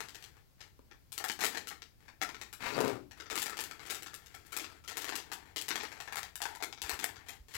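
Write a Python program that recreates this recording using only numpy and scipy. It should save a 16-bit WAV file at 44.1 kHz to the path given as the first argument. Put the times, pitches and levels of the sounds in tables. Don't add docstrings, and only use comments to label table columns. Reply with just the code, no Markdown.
import sys
import numpy as np
from scipy import signal
from scipy.fft import rfft, irfft
from scipy.io import wavfile
from scipy.ndimage import uniform_filter1d

SR = 44100
rng = np.random.default_rng(int(sys.argv[2]) if len(sys.argv) > 2 else 0)


def materialize(psi):
    bounded = np.clip(np.atleast_2d(psi).T, -1, 1)
    quanta = np.round(bounded * 32767).astype(np.int16)
    wavfile.write(sys.argv[1], SR, quanta)


N = 333816
TIME, HZ = np.arange(N) / SR, np.fft.rfftfreq(N, 1 / SR)
SAMPLES_PER_MS = SR / 1000


def amp(db):
    return 10 ** (np.asarray(db) / 20)


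def read(points, hz, column=1):
    points = np.asarray(points, float)
    return np.interp(np.log(hz + 1), np.log(points[:, 0] + 1), points[:, column])


def add(mix, start_s, sound):
    part = mix[max(round(start_s * SR), 0):][:len(sound)]
    part += sound[:len(part)]


def causal(db):
    cepstrum = irfft(np.log(amp(db)))
    half = len(cepstrum) // 2
    cepstrum[1:half] *= 2
    cepstrum[half + 1:] = 0
    return np.exp(rfft(cepstrum))


def colour(x, spectrum, rings=()):
    peaks_db = sum(lift_db / (1 + (2 * (HZ - hz) / width) ** 2) for hz, width, lift_db in rings)
    db = read(spectrum, HZ) + peaks_db
    return irfft(rfft(x) * causal(db), N) / np.sqrt(np.mean(amp(db) ** 2))


def brighten(x, db, split_hz=2500):
    body = irfft(rfft(x) / (1 + (HZ / split_hz) ** 4), N)
    return body + (x - body) * amp(db)


# frequency_hz, left_db_per_hz, right_db_per_hz
ROOM_TONE = [(20, -95, -94), (65, -82.5, -80.5), (128.5, -84, -95), (208, -95, -106), (400, -101, -111),
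             (1070, -108, -115), (3300, -113, -118), (4830, -110, -119), (9000, -119, -121),
             (11600, -115, -117), (15900, -116, -113)]
def room_tone():
    density = amp([read(ROOM_TONE, HZ, column) for column in (1, 2)]) * np.sqrt(SR / 2)
    return irfft(rfft(rng.standard_normal((2, N))) * density, N)


# delay_s, level_db
REFLECTIONS = [(.0067, -13), (.0075, -18.5), (.0089, -12.5), (0.0104, -17.5), (0.0092, -16), (0.02, -12)]
# frequency_hz, t60_s
ROOM_DECAY = [(150, 0.72), (530, 0.3), (1400, 0.26), (3700, 0.27), (9700, 0.22), (16000, 0.25)]
def room_path(direct_db, tail_db=-3.0, echo_db=0, wander=0.06, build_s=0.0013):
    t = TIME[:SR // 2]
    hz, frame_s, noise = signal.stft(rng.standard_normal(len(t)), SR, nperseg=256)
    t60_s = read(ROOM_DECAY, hz)[:, None]
    decaying = noise * np.exp(-np.log(1000) * frame_s / t60_s) / np.sqrt(t60_s)
    tail = signal.istft(decaying, SR, nperseg=256)[1][:len(t)]
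    tail *= 1 - np.exp(-(t / build_s) ** 2)
    path = amp(tail_db) * tail / np.linalg.norm(tail)
    for delay_s, db in REFLECTIONS:
        add(path, delay_s * (1 + wander * rng.uniform(-1, 1)), amp([db + echo_db]))
    path[0] += amp(direct_db)
    return path


def buckle(body_db=0, air_db=0, rise_s=0.00019, flip_s=0.00041, flutter_s=0.0017, ripple_db=1.5):
    size = 1024
    t, hz = TIME[:size], np.fft.rfftfreq(size, 1 / SR)
    swing = (1 - np.exp(-t / rise_s)) * (np.exp(-t / flip_s) + 0.45 * np.exp(-t / flutter_s))
    burst = rfft(rng.standard_normal(size) * swing)
    even_db = -10 * np.log10(uniform_filter1d(abs(burst) ** 2, size=27))
    ripple = rng.standard_normal(30)
    facet = np.interp(hz, np.geomspace(600, 16000, 30), ripple - uniform_filter1d(ripple, size=5))
    tilt_db = read([(350, 0.85 * body_db), (800, body_db), (1300, body_db), (2100, 0.68 * body_db),
                    (2900, 0.005), (6000, 0), (8800, air_db)], hz)
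    return irfft(burst * causal(even_db + tilt_db + ripple_db * facet))[:size // 2]


# start_s, length_s, level_db, brightness_db
PACKET_PULLS = [(0, 0.032, -44, -6.5), (.1, 0.18, -55.5, -4.5), (0.339, 0.034, -56, -11),
                (0.582, 0.071, -55.5, -9), (0.898, 0.033, -58, -16), (1.13, 0.063, -56, 3),
                (1.247, 0.058, -54, -5), (1.408, .07, -41.5, 3), (1.53, 0.043, -44, -3),
                (1.68, 0.039, -53, -10), (1.99, 0.094, -60.5, -9), (2.204, 0.032, -48.5, -13),
                (2.36, 0.11, -55, -8), (3.168, 0.054, -49, -8.5), (3.311, .12, -40, -6),
                (3.453, 0.29, -49, -9), (3.8, 0.18, -46, -7), (4.066, 0.54, -57, -7), (4.528, .1, -44, -5),
                (4.662, 0.096, -51.5, -9), (4.954, 0.23, -45, -6), (5.235, 0.27, -53.5, -11.5),
                (5.573, 0.074, -46.5, -2), (5.698, .14, -40.5, -8.5), (5.88, 0.21, -50.5, -7.5),
                (6.155, .11, -48, -11), (6.416, 0.086, -45, -6), (6.827, 0.077, -42.5, -4),
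                (7.03, 0.06, -43.5, -7), (7.122, .1, -52.5, -14), (7.262, 0.065, -48, -7),
                (7.475, 0.049, -52.5, 0), (7.529, .04, -44.5, 2)]
def pulling(attack_s=0.0055, release_db_per_s=328, held_db=-78, held_bright_db=-3):
    power = np.full(N, amp(held_db) ** 2)
    weighted_bright = power * held_bright_db
    for start_s, length_s, db, bright_db in PACKET_PULLS:
        attack = np.clip((TIME - start_s) / attack_s + 0.5, 0, 1)
        release_db = release_db_per_s * np.clip(TIME - start_s - length_s, 0, 1)
        pull = (attack * amp(db - release_db)) ** 2
        power += pull
        weighted_bright += pull * bright_db
    return 10 * np.log10(power), weighted_bright / power


def crackle(clicks_per_s=600, spread_db=6.0, gain_db=-2, creases=24):
    pull_db, bright_db = pulling()
    gives_way = rng.random(N) < clicks_per_s / SR
    clicks = gives_way * amp(spread_db * np.minimum(rng.exponential(1, N), 4))
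    local_rms = np.sqrt(abs(uniform_filter1d(clicks ** 2, size=1500)) + 1e-4)
    clicks *= amp(pull_db + gain_db) / local_rms
    crease, out = rng.integers(0, creases, N), np.zeros(N)
    for k in range(creases):
        crease_sound = signal.fftconvolve(room_path(direct_db=-4), buckle())
        out += signal.oaconvolve(clicks * (crease == k), crease_sound)[:N]
    return brighten(out, bright_db) * np.sqrt(2 / (1 + amp(bright_db) ** 2))


# start_s, level_db, body_db, air_db, aim_db
FILM_SNAPS = [(.0052, -25, 4.5, -2, 3.5), (.086, -29.5, -4, -3.5, 0), (0.1471, -28.5, -2.5, -3, -3),
              (0.2248, -35, -4.5, -3, 3), (.2403, -32.5, -9, -3, 3), (0.6064, -28.5, -5, -10.5, -5),
              (0.9127, -39, 4, -17, 1), (1.12, -27.5, -7, 7, -2.5), (1.1268, -38, -11, 9, 6),
              (1.1786, -20, -7, 1.5, 2.5), (1.202, -30, 10.5, -20, -2), (1.2411, -20.5, 7, 4, 1),
              (1.2842, -28, -6, 7, 4), (1.2893, -24, -12, -15, 6), (1.2984, -21, 4.5, -7, 4),
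              (1.317, -23, -14, 0, 2), (1.391, -27, 9, 0, -1.5), (1.407, -15, -3, -2, -5),
              (1.42, -22, 10.5, -3, -2.5), (1.432, -19, -3, 5, -8), (1.4384, -21.5, 7.5, 0, 5.5),
              (1.4457, -12.5, -0.5, 2, -1.5), (1.4551, -30, 4, 6, 3), (1.4658, -23.5, -10, 6, 0),
              (1.5237, -30.5, 4, -9, -1), (1.5478, -25, 9, -11, -3), (1.573, -20.5, 1, -5, 2),
              (1.672, -27, -1, -0.5, 2), (1.681, -24, -18, 2, -3), (1.7076, -29.5, 8, -9, -5),
              (1.8207, -28.5, -4.5, -11, 2), (2.0815, -36.5, 9, -10, -4.5), (2.2155, -17, 6.5, -6, -0.5),
              (2.2264, -21, 6, -1, 0), (2.291, -28.5, 5.5, -5, 2), (2.3453, -30, 4, -11, 1.5),
              (2.4142, -25, 1.5, -3.5, 0.5), (2.5283, -28, 0, 4.5, -3), (3.1107, -32.5, 2, -7, -4.5),
              (3.2007, -27.5, 1, -10, -0.5), (3.2588, -31.5, 0, -23, -5), (3.3005, -23, 5, -3, -1.5),
              (3.308, -21.5, 4.5, -4, -7), (3.356, -20, -0.5, 3, 2), (3.377, -18, 0, -1, 2),
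              (3.3876, -30, -7, 10, 4), (3.3942, -25, -9, 5, -7), (3.4191, -17.5, -16, 5, -1),
              (3.4598, -20, 0.5, -1, -2), (3.4968, -30, 6.5, 3.5, 4), (3.5235, -29.5, 8.5, -11, -5),
              (3.5704, -24, 0, -1, -1), (3.59, -19, 1, -4, 0), (3.606, -25, -7, 7.5, 2),
              (3.6386, -25.5, -5, 3, 3), (3.7119, -30.5, 3.5, -3, 4.5), (3.7947, -34, 3.5, -10, .5),
              (3.8633, -30.5, -9, 0.5, -1), (3.8958, -22, -3.5, -12, -7), (3.9002, -20, -2.5, 2, -2),
              (3.9068, -22.5, -0.5, 5.5, -4), (3.9227, -39, -7, 12, 6), (3.947, -24, -7, 2, 1),
              (4.0235, -30.5, 1, 1.5, 1), (4.032, -41.5, -14, 10, 8), (4.062, -26.5, 3, -5, -4),
              (4.1342, -36.5, 10, -1, -3), (4.142, -28, -15, 4, 1), (4.2609, -34.5, -18, -1, -0.5),
              (4.3413, -31, 4, 1, -15), (4.4596, -40, -8, 6, -14), (4.521, -25.5, 2.5, 4, -9),
              (4.5663, -19.5, -2, 5.5, .5), (4.5971, -23, -1, -10, 1), (4.644, -26.5, -1.5, -11, 2.5),
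              (4.8398, -36.5, 2.5, -3, -5), (4.8774, -22.5, -6, -3.5, -2.5), (4.8924, -26.5, 0, -3, 1),
              (4.91, -26, 2.5, -4, -4), (4.9705, -19, -1.5, 4, -1.5), (5.013, -23, -5, 0, -7),
              (5.0441, -25, 3.5, 0.5, 3), (5.0769, -22.5, 2.5, -7, -6), (5.0922, -24, 4, -2, 3),
              (5.1239, -26, 7, -24, 1), (5.1551, -18, -6, 1, 0.5), (5.1809, -23, -5, -11, -6),
              (5.3171, -22.5, 4, -2.5, -2.5), (5.333, -26.5, -26, 1.5, 4), (5.561, -17.5, -5, -4, -1.5),
              (5.5675, -24, -18, -8, 3), (5.5815, -23, -13, -4, 2), (5.5885, -30, -8, 3, 2),
              (5.6134, -28, -11, 3, 7), (5.6217, -36, -12, 6, 13), (5.6826, -19, -3, 0.5, -1.5),
              (5.688, -27, -3, 7, 5), (5.7065, -15.5, 3, -19, -1), (5.7568, -18.5, 1.5, -5, 2.5),
              (5.802, -21, -1.5, -20, -3), (5.8342, -29.5, 10, 0.5, 2), (5.852, -26.5, 1.5, -31, 2),
              (5.9183, -31, 9, -4, -2), (5.9677, -39, 12, -10, -1), (6.003, -26, 4.5, -2.5, 1.5),
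              (6.0766, -31.5, 11, -10, -1.5), (6.1244, -26.5, 8.5, 0.5, 0.5), (6.1573, -29, 5.5, 5.5, 5.5),
              (6.1701, -22.5, 6, 0, 0.5), (6.1845, -27.5, 6, 2, 4), (6.231, -26, -0.5, -2, 4),
              (6.3562, -28, -1.5, 8, 3), (6.404, -38.5, 13.5, 0, 2.5), (6.4181, -17.5, -3, 0.5, 1),
              (6.4357, -24.5, -5, -4, -3), (6.455, -28, 10, -4, 5), (6.5511, -31, 2, 1, -0.5),
              (6.6042, -34, 7, -10, -2.5), (6.6249, -20.5, 2.5, -1.5, 1), (6.6381, -26, -2.5, 3, 6.5),
              (6.7266, -27.5, -6.5, -10, 5), (6.7765, -32.5, -2, -21, -0.5), (6.818, -21, -11.5, 1.5, 3.5),
              (6.8406, -26, 0, -8, -3), (6.8948, -19, 0.5, 3.5, 3), (6.9082, -22, 5.5, -12, -3.5),
              (6.9337, -26, 7, 1, -2), (6.991, -20.5, -0.5, -1.5, -3), (7.0251, -24, 7, -3, -8),
              (7.0421, -21.5, 3, 7.5, 8), (7.159, -32.5, -1, -11, -3), (7.2855, -25, 0, 2, -5),
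              (7.5454, -22, 1, 1.5, -7.5)]
def snaps(gain_db=-1.34, direct_db=-5.0, tick_db=-13, tick_spread_db=3, tick_lag_s=0.0068):
    out = np.zeros(N)
    scatter = rng.uniform(-1, 1, (len(FILM_SNAPS), 2))
    for (start_s, db, body_db, air_db, aim_db), (shift, swell) in zip(FILM_SNAPS, scatter):
        strength = amp(db + gain_db) * np.sqrt(SAMPLES_PER_MS)
        snap = signal.fftconvolve(room_path(direct_db + aim_db), buckle(body_db, air_db))
        add(out, start_s, strength * snap)
        tick = amp(tick_db + tick_spread_db * swell) * buckle(body_db=-8, air_db=air_db + 5)
        add(out, start_s + tick_lag_s * (1 + 0.22 * shift), strength * tick)
    return out


# frequency_hz, level_db
CRINKLE_SPECTRUM = [(40, -40), (120, -15), (180, -12), (290, -3.5), (450, -2.5), (550, -10.5), (720, -4.5),
                    (1000, -5.5), (2250, -1), (2900, -3), (7700, -7), (8800, -11.5), (12500, -10.5),
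                    (16000, -17)]
# centre_hz, width_hz, lift_db
ROOM_MICROPHONE_PEAKS = [(1774, 250, 4), (2210, 73, 2), (4400, 1300, 1), (7520, 740, 3)]
def crinkling():
    return colour(snaps() + crackle(), CRINKLE_SPECTRUM, ROOM_MICROPHONE_PEAKS)


# centre_hz, width_hz
POUCH_MODES = [(330, 400), (835, 160), (1340, 57)]
# start_s, low_lift_db, middle_lift_db, high_lift_db
HOLDS = [(0, 0, 4.5, 6), (3, 1.5, 2, 9.5), (5.05, 2, 8, 0.5), (5.65, -0.5, 4, -2), (5.95, -10, 5.5, 6),
         (6.43, -2, 13.5, 6.5), (6.8, -1, 7, 2.5)]
def pouch(film_sound, regrip_s=0.21):
    start_s, *lifts_db = np.transpose(HOLDS)
    hold = np.searchsorted(start_s[1:], TIME)
    out = film_sound.copy()
    for (hz, width_hz), lift_db in zip(POUCH_MODES, lifts_db):
        mode = signal.lfilter(*signal.iirpeak(hz, hz / width_hz, SR), film_sound)
        lift = amp(uniform_filter1d(lift_db[hold], size=int(regrip_s * SR)))
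        out += (lift - 1) * mode
    return out


# start_s, level_db, tick_db
TABLE_KNOCKS = [(0.792, -42.5, -26), (2.768, -21.5, -17), (2.789, -14.5, -42), (2.805, -15, -10.5),
                (2.812, -20, -7), (2.848, -15.5, -17), (2.879, -29.5, 2), (2.897, -21.5, -18)]
def knocks(blow_db=-2):
    blows, ticks = np.zeros((2, N))
    for start_s, db, tick_db in TABLE_KNOCKS:
        burst = np.sqrt(SAMPLES_PER_MS) * buckle()
        add(blows, start_s, amp(db + blow_db) * burst)
        add(ticks, start_s, amp(db + tick_db) * burst)
    return blows, colour(ticks, CRINKLE_SPECTRUM)


# time_s, drumming_db, scratch_db, brightness_db
SCUFF_COURSE = [(2.59, -64, -64, -4), (2.61, -48, -42, 1), (2.665, -45.5, -30.5, -3.5),
                (2.735, -39, -44, 5), (2.78, -28.5, -38, -4), (2.815, -28, -41, -5),
                (2.9, -32.5, -42.5, 1.5), (2.985, -43, -65, 2), (3.04, -71, -75, 11)]
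# frequency_hz, level_db
SCRATCH_SPECTRUM = [(150, -11), (600, -9), (950, 0), (1300, -2), (2400, 0), (3200, -10), (4300, -8.5),
                    (6000, -16), (7500, -15), (9000, -22.5), (16000, -24)]
def scuff(slips_per_s=600, grit_per_s=4000, slip_db=-1):
    time_s, *columns = np.transpose(SCUFF_COURSE)
    drum_db, scratch_db, bright_db = (np.interp(TIME, time_s, c, left=-120, right=-120) for c in columns)
    impulses = ((rng.random(N) < rate / SR) * rng.standard_normal(N) for rate in (slips_per_s, grit_per_s))
    slips, grit = (x / np.sqrt(abs(uniform_filter1d(x ** 2, size=1200)) + 1e-5) for x in impulses)
    scratch = colour(amp(scratch_db) * grit, SCRATCH_SPECTRUM)
    return amp(drum_db + slip_db) * slips, brighten(scratch, bright_db)


# start_s, length_s, pitch_hz, level_db
SCUFF_SQUEAKS = [(2.729, 0.013, 4400, -46), (2.739, 0.02, 4480, -34)]
def squeaks(waver=0.046):
    out = np.zeros(N)
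    for start_s, length_s, hz, db in SCUFF_SQUEAKS:
        wobble = uniform_filter1d(rng.standard_normal(int(length_s * SR)), size=40)
        turns = np.cumsum(hz * (1 + waver * wobble / wobble.std())) / SR
        add(out, start_s, amp(db) * np.hanning(len(turns)) * np.sin(2 * np.pi * turns))
    return out


# frequency_hz, level_db
TOP_SPECTRUM = [(30, -32), (70, -21), (115, 0), (170, -7), (270, 5.5), (450, 1), (700, -5.5), (1250, -6.5),
                (2000, -18.5), (5000, -28), (16000, -37.5)]
# centre_hz, width_hz, lift_db
TOP_RINGS = [(112.4, 12.4, 5), (265, 9.8, 0), (312, 14, -12), (398, 22.4, 2), (470, 18, -2), (545, 14, 6.5),
             (614, 16, 4), (920, 44, 2)]
def hollow_table():
    slips, scratch = scuff()
    blows, ticks = knocks()
    boom = colour(slips + blows, TOP_SPECTRUM, TOP_RINGS)
    path = room_path(direct_db=-1, tail_db=-6.5, echo_db=-7.5)
    return signal.oaconvolve(boom + scratch + squeaks() + ticks, path)[:N]


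# time_s, level_db, pitch_hz
CAMERA_NUDGES = [(6.839, -46, 59), (6.93, -44.5, 63.2), (7.103, -52, 90), (7.18, -53, 86),
                 (7.402, -47, 52.4), (7.448, -55, 65), (7.552, -49, 80)]
def nudges(cycles=2.16, left_db=-1, right_db=0):
    out = np.zeros(N)
    for time_s, db, hz in CAMERA_NUDGES:
        t = TIME[:int(cycles * SR / hz)]
        add(out, time_s - 0.5 / hz, amp(db) * np.sin(2 * np.pi * hz * t) * np.hanning(len(t)))
    return out * amp([[left_db], [right_db]])


# frequency_hz, gain_db
MICROPHONE_LEAK = [(60, -7), (200, -27), (400, -27.5), (700, -35), (1300, -45), (16000, -44)]
def blocked_microphone(sound, lag_s=0.00069):
    delay = np.exp(-2j * np.pi * HZ * lag_s)
    return irfft(rfft(sound) * amp(read(MICROPHONE_LEAK, HZ)) * delay, N)


def scene():
    left = pouch(crinkling()) + hollow_table()
    return np.array([left, blocked_microphone(left)]) + nudges() + room_tone()


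def record(dry):
    lowpass = signal.firwin(255, 16100, window=("kaiser", 8), fs=SR)
    return signal.oaconvolve(dry, lowpass[None], "same")


dry = scene()
out = record(dry)
materialize(out)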